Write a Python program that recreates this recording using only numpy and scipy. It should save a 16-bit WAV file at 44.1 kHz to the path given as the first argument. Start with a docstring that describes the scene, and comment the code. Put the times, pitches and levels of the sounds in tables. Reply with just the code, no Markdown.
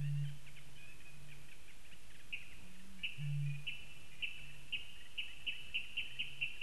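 """A bittern's deep boom opens a still evening in a reed bed: its inflated gullet rings as an almost
pure tone, and far shores send it back. It gulps and booms again; later a second bittern hoots far off.
A small marsh bird nearby gives sharp, buzzy peeps, bursts of pulses that ring on in the reeds,
and they come faster and faster. A distant warbler chatters in raspy glides,
over low background noise whose level wavers and the hiss of the microphone."""
import sys
import numpy as np
from scipy import signal
from scipy.fft import rfft, irfft
from scipy.io import wavfile
from scipy.ndimage import uniform_filter1d

SR = 44100
rng = np.random.default_rng(int(sys.argv[2]) if len(sys.argv) > 2 else 0)


def unload_audio(sound):
    """Save the sound as a 16-bit wav file, at the path given as the first command line argument."""
    columns = np.transpose(np.atleast_2d(sound))
    # keep every value between -1 and 1, then stretch to whole-number steps
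    steps = np.round(np.clip(columns, -1, 1) * 32767)
    wavfile.write(sys.argv[1], SR, steps.astype(np.int16))


N = 291942


def gain_of(db):
    """Decibels to a gain factor."""
    return 10 ** (np.asarray(db) / 20)


def unit_rms(x):
    """Scales a sound to an rms of 1."""
    return x / np.sqrt(np.mean(x ** 2) + 1e-20)


def add(mix, start_s, sound):
    """Mixes a sound in at its start time, which may lie before zero."""
    at = round(start_s * SR)
    sound, part = sound[max(-at, 0):], mix[max(at, 0):]
    part[:len(sound)] += sound[:len(part)]


def drift(t, hz):
    """Smooth random modulation, rms about 1, made of rates up to hz."""
    rates, phases = rng.random((2, 24, 1))
    return np.sin(2 * np.pi * (hz * rates * t + phases)).sum(0) / np.sqrt(len(rates) / 2)


def band(x, low_hz, high_hz, order=2):
    """Band-passes a sound."""
    return signal.sosfilt(signal.butter(order, [low_hz, high_hz], "band", fs=SR, output="sos"), x)


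def equalise(x, curve):
    """Applies an EQ curve of (frequency_hz, gain_db) points."""
    hz, db = np.transpose(curve)
    bins_hz = np.fft.rfftfreq(len(x), 1 / SR)
    gains = gain_of(np.interp(np.log(bins_hz + 1), np.log(hz), db))
    return irfft(rfft(x) * gains, len(x))


def scatter(x, t60_s, build_s):
    """Countless small reflections build up and decay, in a reverb tail cut at 3 s."""
    t = np.arange(3 * SR) / SR
    build_up = 1 - np.exp(-(t / build_s) ** 2)
    tail = rng.standard_normal(len(t)) * 10 ** (-3 * t / t60_s) * build_up
    return signal.fftconvolve(x, tail / np.linalg.norm(tail))[:N]


# tone colour of still air and microphone hiss: frequency_hz, relative_db
AIR_EQ = [(25, 0.5), (50, -5.5), (80, -15), (130, -12), (200, -16), (270, -19), (500, -23), (1000, -25),
          (1600, -22.5), (2200, -22.5), (3100, -21), (3700, -25.5), (4500, -27.5), (12000, -28.5)]

def background(wash_db=-60.5, low_noise_db=-66.6, waver_db=2.5):
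    """A faint wash of marsh air and hiss, over low background noise whose level wavers."""
    waver = gain_of(waver_db * drift(np.arange(N) / SR, hz=5.7))
    low_noise = unit_rms(waver * band(rng.standard_normal(N), low_hz=22.8, high_hz=74, order=1))
    wash = unit_rms(equalise(rng.standard_normal(N), AIR_EQ))
    return gain_of(wash_db) * wash + gain_of(low_noise_db) * low_noise


# the pitches that the reed bed throws back best: frequency_hz, gain_db
REED_EQ = [(1500, -10), (2200, -3.5), (2420, 5), (2550, 0), (2660, 6), (2760, 1), (2880, 2.5), (3000, 2.5),
           (3130, 6.5), (3300, -3), (3800, -10)]

def reed_bed(x, stems_db=-12, marsh_db=-11):
    """A quick scatter from the nearest stems and a long ring over the marsh."""
    stems = gain_of(stems_db) * scatter(x, t60_s=.31, build_s=.015)
    marsh = gain_of(marsh_db) * scatter(x, t60_s=1.78, build_s=.052)
    return equalise(stems + marsh, REED_EQ)


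def syllable(length_s, pitch_hz, level_db, partial, glide, *, bend, side_db, rasp=.3, waver_hz=24):
    """A raspy partial and its two neighbours glide (octaves/s); bend (octaves) shifts both ends."""
    t = np.arange(0, length_s, 1 / SR) - length_s / 2
    detune = 1 + .005 * rng.standard_normal()  # no two syllables have quite the same pitch
    pitch = pitch_hz * detune * 2 ** (glide * t + bend * (2 * t / length_s) ** 2)
    phase = 2 * np.pi * np.cumsum(pitch + waver_hz * drift(t, hz=248)) / SR
    tone = np.sin(phase) * (1 + 2 * gain_of(side_db) * np.cos(phase / partial))
    roughness = 1 + rasp * drift(t, hz=222.3)
    return gain_of(level_db) * unit_rms(tone * roughness * signal.windows.tukey(len(t), .28))


def sing(table, **voice):
    """Sings one kind of syllable at each of its start times."""
    out = np.zeros(N)
    for starts_s, *note in table:
        for start_s in starts_s:
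            add(out, start_s, syllable(*note, **voice))
    return out


# clear falling slurs: starts_s, length_s, pitch_hz, relative_db
CLEAR_SLURS = [((.461, .559), .034, 2400, -59.5), ((1.311, 1.511), .026, 2420, -59), ((1.692,),
               .02, 2200, -63), ((2.408, 2.506), .029, 2160, -62.3), ((4.375,), .023, 2436, -59.5),
               ((5.84,), .019, 2046, -65), ((6.555,), .024, 1780, -68)]
# harsh falling ticks: starts_s, length_s, pitch_hz, relative_db
HARSH_TICKS = [((.233, .279), .028, 2540, -63), ((2.098, 2.142, 2.19), .025, 2680, -62), ((2.744, 2.788),
               .023, 2850, -65)]
# quick upward zips: starts_s, length_s, pitch_hz, relative_db
RISING_ZIPS = [((1.677, 1.845), .027, 2600, -63), ((1.908,), .034, 2620, -60)]
# low, gently rising notes: starts_s, length_s, pitch_hz, relative_db
LOW_CHIRPS = [((4.495, 4.538), .02, 1860, -67.5), ((4.44, 4.958, 5.4, 5.69, 6.052), .026, 1850, -70),
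              ((5.004, 5.05), .022, 1930, -63.5), ((5.275, 5.517), .052, 1950, -65), ((6.1, 6.15),
              .024, 1900, -65)]
# thin whistles: starts_s, length_s, pitch_hz, relative_db, partial_number, glide_octaves_per_s
THIN_WHISTLES = [((.25, .563, .754), .035, 3030, -65.3, 5, -2.6), ((.775, .82), .044, 2485, -62, 3, .4),
                 ((.87,), .061, 2590, -62, 3, .3), ((1.048,), .061, 2510, -62, 3, -.7), ((3.424,),
                 .022, 2370, -66, 5, .8), ((3.455, 3.491, 3.537), .027, 2460, -58, 5, 1)]
# arched nasal notes: starts_s, length_s, pitch_hz, relative_db, partial_number, glide_octaves_per_s
NASAL_NOTES = [((.01, .027), .016, 2610, -62, 3, 4), ((.042, .059, .076), .018, 2770, -60, 3, 3), ((.15,),
               .08, 2790, -66.5, 3, .8), ((1, 1.286, 1.482), .021, 2510, -63, 4, -.3), ((2.975, 3.2),
               .09, 2335, -65.5, 4, 1), ((4.112, 4.18), .047, 2465, -62.5, 6, -1.5)]

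def warbler(direct_db=1, wet_db=3):
    """Six kinds of syllable, each with its own glide and harshness; distance makes them wet."""
    song = (sing(CLEAR_SLURS, partial=3, glide=-17, bend=.08, side_db=-11)
            + sing(HARSH_TICKS, partial=3, glide=-21, bend=.14, side_db=0)
            + sing(RISING_ZIPS, partial=3, glide=16, bend=-.02, side_db=-9)
            + sing(LOW_CHIRPS, partial=3, glide=5.2, bend=-.04, side_db=-12, rasp=.4)
            + sing(THIN_WHISTLES, bend=-.02, side_db=-12.5, rasp=.25, waver_hz=18)
            + sing(NASAL_NOTES, bend=-.035, side_db=-4.5, rasp=.45))
    song = band(song, low_hz=1390, high_hz=3300, order=5)
    return gain_of(direct_db) * song + gain_of(wet_db) * reed_bed(song)


def peep(length_s, top_hz, end_hz, level_db, pulse_hz, width_hz=205, chirp=.23, flutter_db=1.1):
    """A burst of fast, uneven pulses sounds through a resonance that arches up and flicks down."""
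    t = np.arange(0, length_s, 1 / SR)
    progress = t / length_s
    jitter = 1 + .02 * drift(t, hz=130.2)
    rate_hz = pulse_hz * np.interp(progress, [0, .5, 1], [1, 1, .89]) * jitter
    cycles = np.cumsum(rate_hz) / SR - .35  # the first pulse lands .35 of a cycle in
    resonance_hz = np.interp(progress, [0, .36, .62, 1], [.95 * top_hz, top_hz, .95 * top_hz, end_hz])
    harmonics = np.arange(6, 17)[:, None]
    off_peak = (harmonics * rate_hz - resonance_hz) / width_hz
    # lower partials come a little late, so each pulse is a tiny falling chirp
    partials = np.cos(2 * np.pi * harmonics * cycles + chirp * off_peak ** 2)
    buzz = (np.exp(-off_peak ** 2 / 2) * partials).sum(0)
    contour_db = np.interp(progress, [0, .4, .75, 1], [-4.5, 1.5, -1.5, -6])
    envelope = gain_of(contour_db + flutter_db * drift(t, hz=170)) * signal.windows.tukey(len(t), .08)
    return gain_of(level_db) * unit_rms(envelope * buzz)


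# peeps that crowd ever closer: start_s, length_s, top_hz, end_hz, level_db
NEAR_PEEPS = [ (2.325, .0282, 2727, 2400, -42), (3.0328, .029, 2835, 2470, -38.5),
              (3.667, .034, 2864, 2400, -40.5), (4.2233, .028, 2860, 2490, -38),
              (4.7233, .036, 2960, 2410, -38.5), (5.1768, .032, 2890, 2415, -39.5),
              (5.466, .036, 2930, 2430, -38.5), (5.7427, .035, 2870, 2560, -37.5),
              (5.968, .0355, 2950, 2390, -38.5), (6.189, .032, 2940, 2450, -38),
              (6.411, .039, 2810, 2590, -38), (6.613, .03, 2850, 2450, -38.5)]
# the buzz quickens as the bird warms up, then holds: time_s, pulse_hz
BUZZ_RATE = [(2.325, 259.5), (4.5, 275.2)]
# first reflections off nearby reeds and water: delay_s, gain_db
EARLY_REFLECTIONS = [(.0047, -15), (.0094, -7.5), (.031, -16), (.046, -17.5), (.076, -17)]

def near_bird(low_noise_db=-25.8):
    """Close peeps with their first reflections and the ring of the reeds."""
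    # swaying reeds answer a little differently: the peeps take turns on three reverb sends
    sends = np.zeros((3, N))
    for i, (start_s, *shape) in enumerate(NEAR_PEEPS):
        pulse_hz = np.interp(start_s, *np.transpose(BUZZ_RATE))
        add(sends[i % len(sends)], start_s, peep(*shape, pulse_hz))
    sends = band(sends, low_hz=1940, high_hz=3090, order=4)
    direct = sends.sum(0)
    early = np.zeros(N)
    for delay_s, gain_db in EARLY_REFLECTIONS:
        add(early, delay_s, gain_of(gain_db) * direct)
    # a faint low noise follows the loudness of each peep
    low_noise = unit_rms(band(rng.standard_normal(N), low_hz=215, high_hz=310, order=1))
    loudness = uniform_filter1d(abs(direct), size=300)
    ring = sum(reed_bed(send) for send in sends)
    return direct + early + ring + gain_of(low_noise_db) * loudness * low_noise


def hoot(pitch_hz, level_db, octave_db=-38, fuzz_hz=28):
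    """The inflated gullet rings as an almost pure tone with a faint, fuzzy octave."""
    t = np.arange(len(pitch_hz)) / SR
    phase = 2 * np.pi * np.cumsum(pitch_hz) / SR
    tone = np.sin(phase) + gain_of(octave_db) * drift(t, fuzz_hz) * np.sin(2 * phase)
    return np.sqrt(2) * gain_of(level_db) * tone * signal.windows.tukey(len(t), .08)


def soft_hoot(curve):
    """A quiet hoot that follows a curve of pitch and level; returns its start time and its sound."""
    time_s, pitch_hz, level_db = np.transpose(curve)
    t = np.arange(time_s[0], time_s[-1], 1 / SR)
    return time_s[0], hoot(np.interp(t, time_s, pitch_hz), np.interp(t, time_s, level_db))


# every boom scoops up, overshoots and settles: since_start_s, pitch_hz
BOOM_SCOOP = [(0, 117), (.035, 140.6), (.055, 154), (.08, 144.5), (.36, 142.7)]

def boom(hold_s, level_db, attack_s=.058, release_db_per_s=120, length_s=.6):
    """A full boom swells, holds and dies away."""
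    t = np.arange(0, length_s, 1 / SR)
    pitch_hz = np.interp(t, *np.transpose(BOOM_SCOOP))
    attack = 1 - np.exp(-t / attack_s)
    fade_db = release_db_per_s * np.maximum(t - hold_s, 0)
    return attack * hoot(pitch_hz, level_db - fade_db)


# a second bittern far away: time_s, pitch_hz, level_db
FAR_HOOT = [(5.98, 124.3, -76), (6.12, 126, -65), (6.22, 139, -69), (6.32, 138.7, -64),
            (6.43, 135.5, -59.5), (6.52, 137, -80)]
# the soft gulp that leads into the second boom: time_s, pitch_hz, level_db
LEAD_IN_GULP = [(2.56, 181.6, -75), (2.65, 181, -63), (2.78, 182, -63.5), (2.89, 193.8, -61.5),
                (2.98, 185.6, -59.5), (3.02, 166, -66), (3.06, 153, -62)]
# echoes from the far shores: delay_s, gain_db
SHORE_ECHOES = [(.435, -24.8), (.7079, -31), (1.0583, -29), (1.1825, -26), (2.0297, -36), (2.3524, -34)]
# the main bittern's booms: start_s, hold_s, level_db, echo_send_db
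BITTERN_BOOMS = [(-.1033, .333, -38.1, 0), (3.165, .324, -38.4, -2.2)]

def bitterns(roll_db=-28):
    """Booms come back from each shore and, with the softer hoots, roll on faintly over the marsh."""
    calls = np.zeros(N)
    for start_s, hold_s, level_db, echo_send_db in BITTERN_BOOMS:
        call = boom(hold_s, level_db)
        add(calls, start_s, call)
        for delay_s, gain_db in SHORE_ECHOES:
            add(calls, start_s + delay_s, gain_of(gain_db + echo_send_db) * call)
    add(calls, *soft_hoot(LEAD_IN_GULP))
    add(calls, *soft_hoot(FAR_HOOT))
    return calls + gain_of(roll_db) * scatter(calls, t60_s=11, build_s=.41)


def scene():
    """All the birds and the background at one microphone."""
    return (bitterns() + near_bird() + warbler() + background())[None]


def record(dry):
    """The recorder cuts the top treble and sits on a small steady offset."""
    cutoff_hz, dc_offset = 12080, .0088
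    low_pass = signal.firwin(511, cutoff_hz, window=("kaiser", 9), fs=SR)
    return dc_offset + signal.oaconvolve(dry, low_pass[None], "same")


dry = scene()
out = record(dry)
unload_audio(out)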